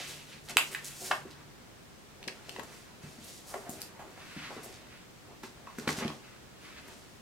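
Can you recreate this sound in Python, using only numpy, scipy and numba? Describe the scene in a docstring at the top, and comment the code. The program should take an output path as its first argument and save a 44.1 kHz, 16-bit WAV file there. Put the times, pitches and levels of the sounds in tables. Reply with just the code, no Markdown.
"""Paper cards snap and push pins tick on a cork board, on a table in a small quiet room.
Each snap is a sharp release and a run of slips ringing a card; fingertip knocks ring the board's modes.
Card edges scuff, paper and sleeves slide as band-passed friction noise, palms rub the board modes.
The hands work close to a stereo microphone pair, a little to its right. Behind them lie a diffuse room
tail, low room rumble, the pair's own hiss and a wavering appliance hum."""
import sys
import numpy as np
from scipy import signal
from scipy.fft import rfft, irfft, next_fast_len
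from scipy.io import wavfile
from scipy.ndimage import uniform_filter1d
from numba import njit

SR = 44100
rng = np.random.default_rng(int(sys.argv[2]) if len(sys.argv) > 2 else 0)


def generate_wav(sig):
    """Save sig (samples, or channels by samples) to the path in sys.argv[1] as 16-bit PCM at SR."""
    pcm = np.round(np.clip(np.atleast_2d(sig).T, -1, 1) * 32767).astype(np.int16)
    wavfile.write(sys.argv[1], SR, pcm)


N = 317961  # length in samples


def undb(db):
    """Decibels to gain."""
    return 10 ** (np.asarray(db) / 20)


def unit(x):
    """Scale to rms 1."""
    return x / np.sqrt(np.mean(x ** 2))


@njit
def svf(x, hz, q):
    """State-variable band-pass whose centre may move every sample."""
    y = np.empty(len(x))
    band_state, low_state, damping = 0., 0., 1 / q
    for i in range(len(x)):
        g = np.tan(np.pi * hz[i] / SR)
        v = (band_state + g * (x[i] - low_state)) / (1 + g * (g + damping))
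        band_state = 2 * v - band_state
        low_state = low_state + 2 * g * v
        y[i] = damping * v
    return y


def band(x, hz, q):
    """Band-pass at a fixed or moving centre."""
    return svf(x, np.clip(hz, 20, .4 * SR) * np.ones(len(x)), max(q, .2))


def walk(rate):
    """Random levels joined by straight slopes, a new one every 1 / rate s; spread near 1."""
    hold = int(SR / rate)
    steps = np.repeat(rng.standard_normal(N // hold + 1), hold)
    return uniform_filter1d(steps, hold)[:N]


def grains(spread_db):
    """Friction noise: dense micro-slips of uneven but bounded size."""
    size_db = spread_db * np.minimum(rng.exponential(size=N), 5)
    return unit(rng.standard_normal(N) * undb(size_db))


def add(out, s, sound):
    """Mix a short sound in at time s."""
    i = int(s * SR)
    out[..., i:i + sound.shape[-1]] += sound[..., :N - i]


# spectrum of the room and capsule noise: (frequency [Hz], relative density [dB per Hz])
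AIR_SPECTRUM = [(20, 3), (45, 0), (120, 0.5), (220, 0.5), (400, -3.5), (800, -9), (1600, -11.5),
                (3200, -15), (8000, -20), (11000, -26), (16000, -27)]
# how alike the two capsules hear that noise: (frequency [Hz], left-right correlation [0 to 1])
CAPSULE_LIKENESS = [(60, 0.25), (300, 0.24), (700, 0.063), (1500, 0.011), (16000, 0.009)]
AIR_DB = -55  # rms of the part common to both sides


def air():
    """Room rumble, partly shared by both capsules, under their nearly unrelated hiss."""
    size = next_fast_len(N)
    log_hz = np.log(np.arange(size // 2 + 1) * SR / size + 1)
    air_hz, density_db = np.transpose(AIR_SPECTRUM)
    alike_hz, correlation = np.transpose(CAPSULE_LIKENESS)
    gain = undb(np.interp(log_hz, np.log(air_hz), density_db))
    alike = np.clip(np.interp(log_hz, np.log(alike_hz), correlation), 0, 1)

    def shaped(share):
        return irfft(rfft(rng.standard_normal(size)) * gain * np.sqrt(share), size)[:N]

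    mid = shaped(1 + alike)
    side = shaped(1 - alike)
    return np.array([mid + side, mid - side]) * undb(AIR_DB) / np.std(mid)


# appliance hum, pitch and level being the centres of its wavering:
# (start [s], end [s], frequency [Hz], rms level [dB])
HUM_SPANS = [(0.02, 1.5, 146, -61.5), (1.202, 6.7, 130, -69)]


def hum():
    """Each tone wavers slightly in pitch and level, the same in both capsules."""
    out, t = np.zeros(N), np.arange(N) / SR
    for start, end, hz, db in HUM_SPANS:
        phase = 2 * np.pi * np.cumsum(hz * (1 + 0.012 * walk(13))) / SR
        on = uniform_filter1d(1. * ((t >= start) & (t <= end)), 1024)
        out += on * np.sqrt(2) * undb(db + 2 * walk(8.2)) * np.sin(phase)
    return out


ROOM_T60_S, ROOM_TREBLE_T60_S, ROOM_DB = 0.26, 0.2, -3
ROOM_SHARED_HZ = 900  # below this the tail grows alike in both capsules


def room(x):
    """Walls return a diffuse tail; long waves reach both capsules alike, and the treble dies first."""
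    t = np.arange(SR // 2) / SR
    noise = rng.standard_normal((2, len(t)))
    shared = signal.butter(1, ROOM_SHARED_HZ, fs=SR, output="sos")
    noise[1] += signal.sosfilt(shared, noise[0] - noise[1])
    low = signal.lfilter([.3], [1, -.7], noise)
    low_tail = low * np.exp(-np.log(1000) * t / ROOM_T60_S)
    treble_tail = (noise - low) * np.exp(-np.log(1000) * t / ROOM_TREBLE_T60_S)
    # gradual build-up: the first walls are a few metres off
    tail = (low_tail + treble_tail) * (1 - np.exp(-t / .006))
    tail = tail / np.sqrt(np.sum(tail ** 2) / 2)
    return undb(ROOM_DB) * signal.fftconvolve(x[None], tail)[:, :N]


def strokes(rows):
    """Gain over time of overlapping strokes, and each further column averaged by stroke power."""
    peak_s, rise, fall, db, *more = np.array(rows, float).T[:, :, None]
    t = np.arange(0, N + 64, 64) / SR
    rising = (peak_s - t) / np.maximum(rise, .01)
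    falling = (t - peak_s) / np.maximum(fall, .01)
    drop_db = 20 * np.where(t < peak_s, rising, falling)
    power = undb(2 * (db - drop_db)) + 1e-18
    total = power.sum(axis=0)

    def every_sample(v):
        return np.interp(np.arange(N) / SR, t, v)

    averages = [every_sample((power * column).sum(axis=0) / total) for column in more]
    return [every_sample(np.sqrt(total))] + averages


SLIDE_MIX_DB = -4.0  # added to the levels of paper, sleeve and palm strokes

# modes of the cork board, before pitch jitter and the push or rub that drives them:
# (frequency [Hz], relative level [dB], t60 [s])
BOARD_MODES = [(116, -12.5, 0.025), (150, -7.5, 0.061), (206.5, -3.5, 0.046), (239.3, -3.5, 0.052),
               (311, -8, 0.065), (410, -2.5, 0.069), (494, -2.5, 0.052), (694, 4.5, 0.018),
               (852, -8.5, 0.033)]


def board_ring(hz_jitter):
    """Response of the board to a sharp blow; sign and slight detuning of each mode vary by blow."""
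    t = np.arange(8192) / SR
    ring = np.zeros(len(t))
    for hz, db, t60 in BOARD_MODES:
        side, detune = rng.standard_normal(2)
        decay = np.exp(-np.log(1000) * t / t60)
        tone = np.sin(2 * np.pi * hz * (1 + hz_jitter * detune) * t)
        ring += np.sign(side) * undb(db) * decay * tone
    return ring


# palm rubbing, heard through the board; rise and fall are the times to gain or lose 20 dB:
# (peak time [s], rise [s], fall [s], level before SLIDE_MIX_DB [dB])
PALM_STROKES = [(0, .05, .02, -33.5), (.096, 0.068, .17, -52.5), (.504, 0.037, 0.046, -44.5),
                (.718, 0.16, 0.049, -48), (.832, 0.032, 0.046, -55), (1.046, .08, 0.049, -45),
                (1.126, 0.1, .1, -47), (2.22, 0.083, 0.43, -52), (2.58, 0.16, 0.036, -46.5),
                (2.7, .1, 0.34, -55), (3.03, 0.064, 0.24, -55), (3.3, .4, 0.046, -59),
                (3.74, 0.39, .3, -52), (4.06, 0.25, 0.43, -53), (4.54, 0.11, 0.1, -46.5),
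                (4.65, .05, 0.15, -47), (4.82, 0.11, 0.17, -55), (5.31, .06, .09, -50),
                (5.68, 0.26, 0.053, -57), (5.92, 0.13, .3, -48), (6.03, 0.13, 0.14, -37),
                (6.89, 0.2, 0.23, -55)]


def palm():
    """Uneven friction of the palm drives the board modes."""
    gain, = strokes(PALM_STROKES)
    rub = unit(signal.fftconvolve(grains(2.2), board_ring(0.027))[:N])
    return rub * gain * undb(2.2 * walk(25) + SLIDE_MIX_DB)


# sleeve brushing the board; rise and fall are the times to gain or lose 20 dB:
# (peak time [s], rise [s], fall [s], level before SLIDE_MIX_DB [dB], centre frequency [Hz])
SLEEVE_STROKES = [(0, 0.054, 0.38, -45.5, 2300), (.096, 0.36, 0.16, -48, 3200),
                  (.33, 0.066, 0.062, -52.5, 2500), (.504, 0.026, 0.037, -34.5, 1660),
                  (.73, .07, 0.32, -44, 2000), (.916, 0.44, 0.089, -55.5, 2620),
                  (1.06, 0.089, .15, -44.5, 1640), (1.194, 0.39, 1, -55, 1170), (2.37, .06, 1, -53.5, 1320),
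                  (2.49, 0.14, 0.19, -55, 2280), (2.77, .5, 0.41, -57, 1550),
                  (3.03, 0.043, 0.21, -54.5, 1700), (3.23, 0.048, 0.17, -54, 2730),
                  (3.52, 0.075, 0.24, -43.5, 805), (3.7, 0.34, 0.039, -49.5, 790),
                  (3.81, 0.14, 0.17, -52.5, 2020), (3.95, 0.086, 0.3, -49.5, 784), (4.2, 0.4, .3, -58, 930),
                  (4.4, 0.34, 0.36, -42.5, 1800), (4.58, 0.19, 0.089, -48, 890),
                  (4.75, 0.17, 0.099, -56.5, 1900), (4.95, .3, 0.16, -52.5, 1700),
                  (5.31, 0.24, .11, -56, 905), (5.68, 0.34, .5, -56, 1000), (5.81, 0.15, 0.19, -49, 1160),
                  (6.03, 0.18, 0.11, -37.5, 1300), (6.28, .5, 0.38, -54.5, 1530),
                  (6.65, .05, 0.42, -49, 1760), (6.75, 0.32, 0.12, -53.5, 2040),
                  (6.89, .16, 0.23, -55, 1560)]


def sleeve():
    """Cloth catches and slips unevenly, a rustle in a moving band."""
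    gain, hz = strokes(SLEEVE_STROKES)
    rustle = unit(band(band(grains(2.3), hz, 0.82), hz, 0.38))
    return rustle * gain * undb(3.0 * walk(30) + SLIDE_MIX_DB)


# paper sliding on paper; rise and fall are the times to gain or lose 20 dB:
# (peak time [s], rise [s], fall [s], level before SLIDE_MIX_DB [dB], centre frequency [Hz])
PAPER_STROKES = [(0, .05, .07, -43.5, 4370), (.096, 0.21, 0.23, -46, 6300), (.33, 0.24, .25, -59, 6000),
                 (.456, 0.058, .15, -56, 6500), (.686, 0.18, 0.033, -44.5, 5540),
                 (.916, 0.27, 0.15, -49, 7100), (1.055, 0.17, 0.13, -36.5, 6500),
                 (2.31, .13, 0.46, -59, 4800), (2.49, 0.11, .5, -53.5, 4700), (2.77, 0.33, 0.16, -54, 5760),
                 (3.03, 0.026, 0.96, -55.5, 5370), (3.3, 0.16, 0.26, -50, 4560),
                 (3.39, 0.28, 0.056, -53.5, 6700), (3.5, 0.07, .18, -45.5, 6500),
                 (3.74, 0.12, 0.11, -50, 7040), (3.86, 0.18, .05, -52, 6300), (4.2, 0.34, 1, -60, 6060),
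                 (4.38, 0.25, 0.12, -58, 4440), (4.54, 0.099, 0.14, -51, 4320),
                 (4.7, 0.23, 0.16, -53, 5530), (5.5, 0.12, .11, -64, 4800), (5.8, 0.21, .5, -55.5, 4800),
                 (5.97, 0.19, 0.2, -45, 4640), (6.14, .3, 0.3, -57.5, 4760), (6.62, 0.045, .8, -62.5, 5700),
                 (6.92, 0.09, 0.29, -54, 4900)]


def paper():
    """Paper catches and slips unevenly, a hiss in a moving band."""
    gain, hz = strokes(PAPER_STROKES)
    hiss = unit(band(band(grains(3.4), hz, 0.75), hz, 0.35))
    return hiss * gain * undb(1.9 * walk(40) + SLIDE_MIX_DB)


# short drags of a card edge:
# (time [s], length [s], rms level at the start [dB], centre frequency [Hz], level change over the drag [dB])
EDGE_DRAGS = [(0.488, 0.031, -46, 6300, 3), (0.707, 0.044, -50, 8950, 5), (0.838, 0.055, -44.5, 7140, 1.5),
              (1.299, 0.042, -55, 4040, -4), (3.234, 0.14, -52.5, 9100, -19), (3.466, 0.061, -54, 9300, -4),
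              (3.692, 0.045, -46, 9100, -10), (3.801, 0.032, -47.5, 8260, -3),
              (4.627, 0.039, -49, 9250, -4), (4.719, 0.063, -55, 4160, -5), (5.429, 0.077, -48, 4500, -18),
              (5.779, 0.03, -46.5, 5140, -7), (5.874, 0.065, -38, 5260, -7.5), (5.962, 0.051, -45, 4600, 0),
              (6.873, 0.027, -54, 10000, -11)]


def scuffs():
    """A card edge catches, drags with a hiss and lets go."""
    out, friction = np.zeros(N), grains(5.9)
    for s, length, db, hz, change_db in EDGE_DRAGS:
        t = np.arange(int(max(length, .01) * SR)) / SR
        grit = friction[int(s * SR):][:len(t)]
        hiss = unit(band(band(grit, hz, 1.0), hz, 0.42))
        edges = np.minimum(1, t / 0.0076) * np.minimum(1, (t[-1] - t) / 0.008)
        add(out, s, edges * undb(db + change_db * t / t[-1]) * hiss)
    return out


# finger knocks on the board: (time [s], peak level [dB], push length [ms])
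FINGER_KNOCKS = [(0.562, -33.5, 2.5), (1.106, -34, 1.74), (1.252, -38.5, 2.9), (2.273, -34, 2),
                 (2.485, -42.5, 1.4), (2.583, -34.5, 2.1), (3.035, -36.5, 7.1), (3.184, -44, 5.5),
                 (3.551, -55, 1.8), (3.691, -33.5, 4.7), (4.364, -35, 4.9), (4.504, -39.5, 2),
                 (4.565, -37, 2.8), (5.435, -36, 2.8), (5.783, -31.5, 3.1), (5.873, -23, 3.5),
                 (5.89, -30, 3.6), (5.981, -29, 4.4), (6.021, -30, 2.9), (6.049, -25, 4.2),
                 (6.884, -46, 2.3)]


def knocks():
    """A soft fingertip pushes longer, so it wakes only the low modes of the board."""
    out = np.zeros(N)
    for s, db, ms in FINGER_KNOCKS:
        push = np.hanning(int(max(ms, .2) * SR / 1000) + 2)
        sound = np.diff(np.convolve(board_ring(0.041), push))  # the air hears the speed of the surface
        add(out, s, undb(db) * sound / np.abs(sound).max())
    return out


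# card snaps, pin ticks and fingertip taps; the level is the peak of the body, before panning and treble:
# (time [s], level [dB], centre frequency [Hz], sharpness [Q], treble relative to body [dB],
#  contact decay time [ms], left minus right [dB])
CARD_SNAPS = [(0.5699, -0.5, 1940, 1.4, -2.5, 0.76, -1.5), (0.4875, -29, 3000, 0.74, -7, .7, -2),
              (0.747, -22.5, 2020, 2.4, -12, 4, -2), (1.111, -15, 1075, 1.4, -30, 6.9, 1.5),
              (1.118, -20.5, 1310, 1.9, -25, 3.3, -5), (2.229, -33.5, 3000, 2.3, -22, 0.89, 0),
              (2.240, -35, 2430, 1.1, -30, 2.5, 0), (2.277, -35, 3360, 1, -33, 3.8, 21),
              (2.2829, -22.5, 1950, 0.61, -28, 2.1, -5.5), (2.493, -30, 3120, 1, -20, 2.2, 7),
              (2.562, -30.5, 1410, 1.1, -29, 2.6, 2), (2.594, -31.5, 915, 1.5, -9.5, 4.6, 12.5),
              (2.632, -43.5, 1200, 0.69, 3, 5.4, 9), (3.540, -27, 720, 3.2, -12, 3.9, 1),
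              (3.553, -39, 400, 9.5, -30, 7.9, 4), (3.660, -39.5, 674, 4.2, -25, 15, 1),
              (3.6945, -39, 600, 1.1, 13, .5, 2), (3.729, -46, 500, 1.4, -6, 2.3, -1),
              (3.818, -20, 6030, 0.75, -16, 0.57, 4), (3.990, -38, 774, 6.5, -12, 23, 0),
              (4.020, -45, 800, 2.4, -28, 8.9, 2), (4.172, -42, 760, 2.1, -23, 13, -3),
              (4.505, -37, 610, 1.6, -28, 8.7, 2), (4.643, -42, 497, .9, 4, 2.6, 2),
              (5.432, -34.5, 1130, 1.05, -9, 11, 1), (5.572, -47, 1260, 4.2, -20, 2.7, -3),
              (5.670, -36, 980, 3.1, -24, 3.9, 0), (5.785, -31, 1410, 2.2, -4.5, 2, -1),
              (5.875, -18.5, 1240, 0.99, -28, 3.6, 1), (5.89, -18.5, 1030, 0.84, -20, 2.8, 0),
              (5.987, -27.5, 1300, 0.76, -8, 2.3, 0), (6.003, -38, 1500, .9, -25, 2, 0),
              (6.028, -34, 1200, 1.5, -27, 3.2, 4), (6.047, -29, 1300, 1.1, -25, 2, 0),
              (6.079, -27.5, 1810, 0.5, -34, 2.9, -2), (6.102, -30, 1200, .9, -27, 1.7, 0)]


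def snaps():
    """A sharp release and a run of slips ring two broad bending modes of the card and a bright edge."""
    out, t = np.zeros((2, N)), np.arange(4096) / SR
    for s, db, hz, q, treble_db, ms, pan_db in CARD_SNAPS:
        tau = max(ms, .05) / 1000
        envelope = (1 - np.exp(-t / (0.2 * tau))) * np.exp(-t / tau)
        slips = rng.choice([-1., 1.], len(t)) * envelope
        burst = min(0.41 * ms, 1) * slips  # brief contacts slip less
        burst[0] = 1  # the release
        modes = band(burst, hz, q) + undb(-18.5) * band(burst, 1.76 * hz, 1.7)
        body = band(modes, hz, 0.37)
        bright = band(burst, 7200.0, 4.1) + undb(-12) * band(burst, 11560.0, 1.4)
        edge = band(bright, 9500.0, 0.55)
        sound = body / np.abs(body).max() + undb(treble_db) * edge / np.abs(edge).max()
        side_db = np.array([[pan_db], [-pan_db]]) / 2
        add(out, s, undb(db + side_db) * sound)
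    return out


# how late the left capsule hears the hands: (time [s], delay [samples])
LEFT_DELAY = [(0, 1), (1.4, 1), (2, 3), (7.21, 3)]
# sound sent to the walls, less when the hands are near the pair: (time [s], level before ROOM_DB [dB])
WALL_SEND = [(0, 0), (1.4, -.5), (2.1, -1.5), (2.7, -2), (3.1, 1.5), (5.2, -1), (5.8, -0.5), (7.21, 0)]


def scene():
    """The hands work to the right of the pair, the hissing card edges and paper straight ahead."""
    left, right = snaps() + knocks() + sleeve() + palm()
    cards = scuffs() + paper()
    i = np.arange(N)
    delay = np.interp(i / SR, *np.transpose(LEFT_DELAY))
    late_left = np.interp(i - delay, i, left)
    direct = np.array([late_left, right]) + cards
    send = undb(np.interp(i / SR, *np.transpose(WALL_SEND)))
    walls = room(send * ((left + right) / 2 + cards))
    return direct + walls + air() + hum()


MIC_LOW_HZ, TOP_HZ = 45.6, 15800
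CEILING = .92  # level that the rounded peaks approach, full scale = 1


def record(dry):
    """The recorder rolls off the deep bass, rounds the loudest peaks and cuts the top."""
    thin = signal.sosfilt(signal.butter(2, MIC_LOW_HZ, "highpass", fs=SR, output="sos"), dry)
    rounded = CEILING * np.tanh(thin / CEILING)
    return signal.sosfilt(signal.ellip(10, .2, 80, TOP_HZ, fs=SR, output="sos"), rounded)


dry = scene()
out = record(dry)
generate_wav(out)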